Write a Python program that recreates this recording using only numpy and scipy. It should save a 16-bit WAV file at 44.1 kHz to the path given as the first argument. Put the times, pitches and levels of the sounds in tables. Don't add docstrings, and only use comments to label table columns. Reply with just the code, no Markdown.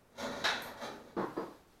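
import sys
import numpy as np
from scipy import signal
from scipy.fft import rfft, irfft
from scipy.io import wavfile

SR = 44100
rng = np.random.default_rng(int(sys.argv[2]) if len(sys.argv) > 2 else 0)


def unload_wav(signal):
    wavfile.write(
        sys.argv[1],
        SR,
        np.round(np.clip(np.atleast_2d(signal).T, -1, 1) * 32767).astype(np.int16),
    )


N = 79380
T = np.arange(N) / SR
HZ = np.maximum(np.fft.rfftfreq(N, 1 / SR), 1)

# frequency in Hz, relative spectral density in dB.
ROOM_TONE_SPECTRUM = [(20, 3.5), (60, 3), (120, -0.5), (350, -1.5), (700, -5), (1500, -11), (3000, -22),
                      (7000, -25), (13000, -27), (16000, -29)]
CLOTH_SPECTRUM = [(1000, 4.5), (2000, 1.5), (4000, 3), (6000, -1.5), (9000, -7), (13000, -5), (16000, -16)]
TICK_SPECTRUM = [(4000, -23), (7500, 0), (9000, 2), (11500, 3.5), (12900, 12), (14300, -9), (16000, -21)]
RUMBLE_SPECTRUM = [(20, -18), (45, -11), (80, -9), (120, -7), (175, -6), (235, -0.5), (300, 2), (390, -2),
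                   (500, 0.5), (800, -27), (3000, -75)]
GRIND_SPECTRUM = [(200, -35), (400, -15), (500, -3.5), (620, 2), (700, -1), (800, 2), (980, -4),
                  (1100, -3.5), (1250, -3.5), (1900, -10), (2800, -37), (6000, -41.5)]
RASP_SPECTRUM = [(400, -42), (1000, -1), (1900, -0.5), (2900, -7.5), (3900, 4.5), (4900, -5.5), (6200, -5),
                 (8000, -18.5), (12800, -18.5), (16000, -46)]
CLANK_SPECTRUM = [(100, -23.5), (300, -8), (560, -0.5), (950, 4), (1120, -4), (1450, 2.5), (1900, -1),
                  (2900, -9), (3900, 3), (4600, -10), (6200, -12.5), (8000, -24), (13000, -30.5),
                  (16000, -58)]
THUD_SPECTRUM = [(40, -28), (90, -13), (130, -0.5), (195, -1), (250, -3), (340, 1.5), (520, -5.5),
                 (700, -8.5), (1200, -30), (3000, -39), (9000, -80)]
CLATTER_SPECTRUM = [(300, -19), (600, -1.5), (1050, 5.5), (1300, -4), (1550, -5.5), (1800, -8.5),
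                    (2150, -19), (3000, -28), (4000, -23), (7000, -42), (15000, -66)]
# frequency in Hz, relative level in dB, 60 dB decay time in seconds.
RUBBED_PANEL_MODES = [(238.6, -6, .25), (281, -4.5, 0.22), (316, -11, 0.21), (498, -4, 0.32),
                      (600, 0.5, .25), (657, 2, 0.22), (790, -1, .25), (954, -3, .25)]
TUBE_MODES = [(806, -14, 0.59), (940, -10, 0.92), (1399, -3.5, 0.48), (1474, -1.5, 0.62), (1670, 2, 0.34),
              (1716, 2.5, 0.42), (2308, -9, .45), (2607, -6, 0.54), (3454, -7, 0.56), (3810, 3, 0.18),
              (3693, 2.5, 0.19), (3980, -1, 0.3), (4146, 2, 0.33), (5560, -3.5, 0.31)]
SHELL_MODES = [(192.7, 2, 0.43), (233, -18.5, 0.44), (308.4, 4, 0.55), (348.6, -2, 0.34), (374, -9, 0.2),
               (451.3, 5, 0.35), (485.5, -3, 0.56), (527.5, -3, 0.52), (600, -19, 0.58), (799, -19, 0.46),
               (1017, -5, 0.22), (1100, -26, 0.33), (1283, -7.5, 0.41), (1713, -9.5, 0.22)]
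# frequency in Hz, 60 dB decay time in seconds.
DECAY_TIMES = [(100, 0.76), (300, 0.5), (800, 0.48), (1800, 0.58), (4000, 0.38), (7000, 0.38), (13000, 0.3)]
# time in seconds, level in dB.
CLOTH_ENVELOPE = [(.2, -83), (.95, -65), (1.15, -77.5), (1.2, -64), (1.33, -64.5), (1.45, -64), (1.56, -68),
                  (1.66, -75.5), (1.72, -71), (1.8, -74)]
# time in seconds, then levels of rumble, grind and rasp in dB.
SCRAPE_ENVELOPES = [
    [(.09, -70.5, -89, -91), (.165, -58, -57, -60.5), (.189, -43.5, -42.5, -41.5),
     (.225, -42, -41.5, -44.5), (.255, -41, -35.5, -49), (.29, -47, -48.5, -53), (.35, -49.5, -43.5, -50.5),
     (.41, -46, -49.5, -49.5), (.46, -67, -38.5, -74)],
    [(.5, -50, -76, -67), (.585, -50, -50.5, -53), (.675, -54, -47, -56), (.74, -61, -63, -87),
     (.77, -51.5, -51, -52), (.797, -70, -46.5, -57.5), (.815, -47.5, -37.5, -47.5),
     (.855, -45, -47, -47.5), (.89, -54, -57, -70), (1.03, -60, -66, -73), (1.09, -58.5, -61.5, -63.5),
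     (1.15, -55.5, -70, -90)],
]
# start in seconds, level in dB.
CLANK_IMPACTS = [(.4405, -30), (.452, -33), (.464, -36), (.487, -35), (.514, -58)]
# delay in seconds, relative level in dB.
THUMP_ARRIVALS = [(0, 1), (.0092, 5), (0.0174, -8), (0.0752, 2)]
# start in seconds, gains in dB of thud with thump, of clatter and of ping,
# lower edge of the thud in Hz.
BODY_IMPACTS = [(1.1664, -36.5, -38, -90, 150), (1.3664, -37, -44, -58.5, 283)]


def from_db(db):
    return 10 ** (np.asarray(db) / 20)


def unit_rms(x):
    return x / np.sqrt(np.mean(x ** 2) + 1e-20)


def at_hz(table, hz):
    frequencies, values = np.transpose(table)
    return np.interp(np.log(hz), np.log(frequencies), values)


def noise(spectrum):
    phases = np.exp(2j * np.pi * rng.random(len(HZ)))
    return unit_rms(irfft(phases * from_db(at_hz(spectrum, HZ)), N))


def decay(t60, hold_s=0):
    return np.exp(-np.log(1000) * np.maximum(T - hold_s, 0) / t60)


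def rise(seconds):
    return 1 - decay(seconds)


def delay(x, seconds):
    return np.concatenate([np.zeros(int(seconds * SR)), x])[:N]


def diffuse_tail(spectrum, hold_s=0):
    grid_hz = np.arange(0, SR / 2, 50)
    ripple = np.interp(HZ, grid_hz, 2 * rng.random(len(grid_hz)) - 1)
    resonances_db = 5 * ripple * np.minimum(HZ / 3000, 1)
    field = rfft(unit_rms(irfft(rfft(noise(spectrum)) * from_db(resonances_db), N)))
    octaves_hz = np.geomspace(60, 15360, 9)
    bands = [np.interp(np.log(HZ), np.log(octaves_hz), row) for row in np.eye(len(octaves_hz))]
    return sum(irfft(field * band, N) * decay(at_hz(DECAY_TIMES, hz), hold_s)
               for band, hz in zip(bands, octaves_hz))


def ring(modes):
    initial_rms = np.sqrt(sum(from_db(db) ** 2 for _, db, _ in modes) / 2)
    return sum(from_db(db) * np.sin(2 * np.pi * (hz * T + rng.random())) * decay(t60)
               for hz, db, t60 in modes) / initial_rms


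def excite(force, response):
    return signal.fftconvolve(force, unit_rms(response))[:N] / np.sqrt(N)


def room_tone():
    return from_db(-65) * noise(ROOM_TONE_SPECTRUM)


def sleeve_rustle():
    return from_db(np.interp(T, *np.transpose(CLOTH_ENVELOPE))) * noise(CLOTH_SPECTRUM)


def tick(start_s=.6215):
    snap = from_db(-41) * noise(TICK_SPECTRUM) * decay(.008)
    tail = from_db(-54) * diffuse_tail(TICK_SPECTRUM, hold_s=.02)
    return delay(snap + tail, start_s)


def scrapes(slips_per_s=1100, spread_db=3.5):
    sizes = from_db(spread_db * np.minimum(rng.exponential(1, N), 4)) * rng.choice([-1, 1], N)
    slips = unit_rms(sizes * (rng.random(N) < slips_per_s / SR))
    envelopes = np.zeros((3, N))
    for times, *levels in map(np.transpose, SCRAPE_ENVELOPES):
        envelopes += from_db([np.interp(T, times, db, left=-200, right=-200) for db in levels])
    rumble, grind, rasp = slips * envelopes
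    panel = diffuse_tail(GRIND_SPECTRUM) + from_db(-11) * ring(RUBBED_PANEL_MODES)
    tubes = diffuse_tail(RASP_SPECTRUM) + from_db(-10.5) * ring(TUBE_MODES)
    shell = diffuse_tail(RUMBLE_SPECTRUM)
    return excite(rumble, shell) + excite(grind, panel) + excite(rasp, tubes)


def clank():
    chatter = sum(from_db(db) * delay(diffuse_tail(CLANK_SPECTRUM) * rise(.0044), start_s)
                  for start_s, db in CLANK_IMPACTS)
    strength = np.sqrt(sum(from_db(db) ** 2 for _, db in CLANK_IMPACTS))
    tubes = strength * from_db(-.5) * ring(TUBE_MODES) * rise(.1)
    return chatter + delay(tubes, CLANK_IMPACTS[0][0])


def panel_thump(hz=343, t60=.047):
    pulse = np.sin(2 * np.pi * hz * T) * decay(t60) * rise(.005)
    return from_db(3.5) * sum(from_db(db) * delay(pulse, lag_s) for lag_s, db in THUMP_ARRIVALS)


def knocks(direct_share=.66, ping_hz=4800):
    out = np.zeros(N)
    early_drop = from_db(-2.5 * (1.5 - decay(.033, hold_s=.079)))
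    swell = 1 - (1 - direct_share) * decay(.065)
    for start_s, thud_db, clatter_db, ping_db, edge_hz in BODY_IMPACTS:
        shell = diffuse_tail(THUD_SPECTRUM, hold_s=.034) + from_db(4) * ring(SHELL_MODES)
        highpass = signal.butter(2, edge_hz, "high", fs=SR, output="sos")
        thud = signal.sosfilt(highpass, from_db(thud_db) * shell * rise(.025))
        clatter = from_db(clatter_db) * diffuse_tail(CLATTER_SPECTRUM, hold_s=.066) * swell * rise(.004)
        ping = from_db(ping_db) * ring([(ping_hz, 0, .31)]) * rise(.09)
        thump = from_db(thud_db) * panel_thump()
        out += delay(thump + (thud + clatter) * early_drop + ping, start_s)
    return out


def scene():
    return (scrapes() + clank() + tick() + knocks() + sleeve_rustle() + room_tone())[None]


def record(dry):
    return signal.sosfiltfilt(signal.ellip(10, .05, 60, 15900, fs=SR, output="sos"), dry)


dry = scene()
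out = record(dry)
unload_wav(out)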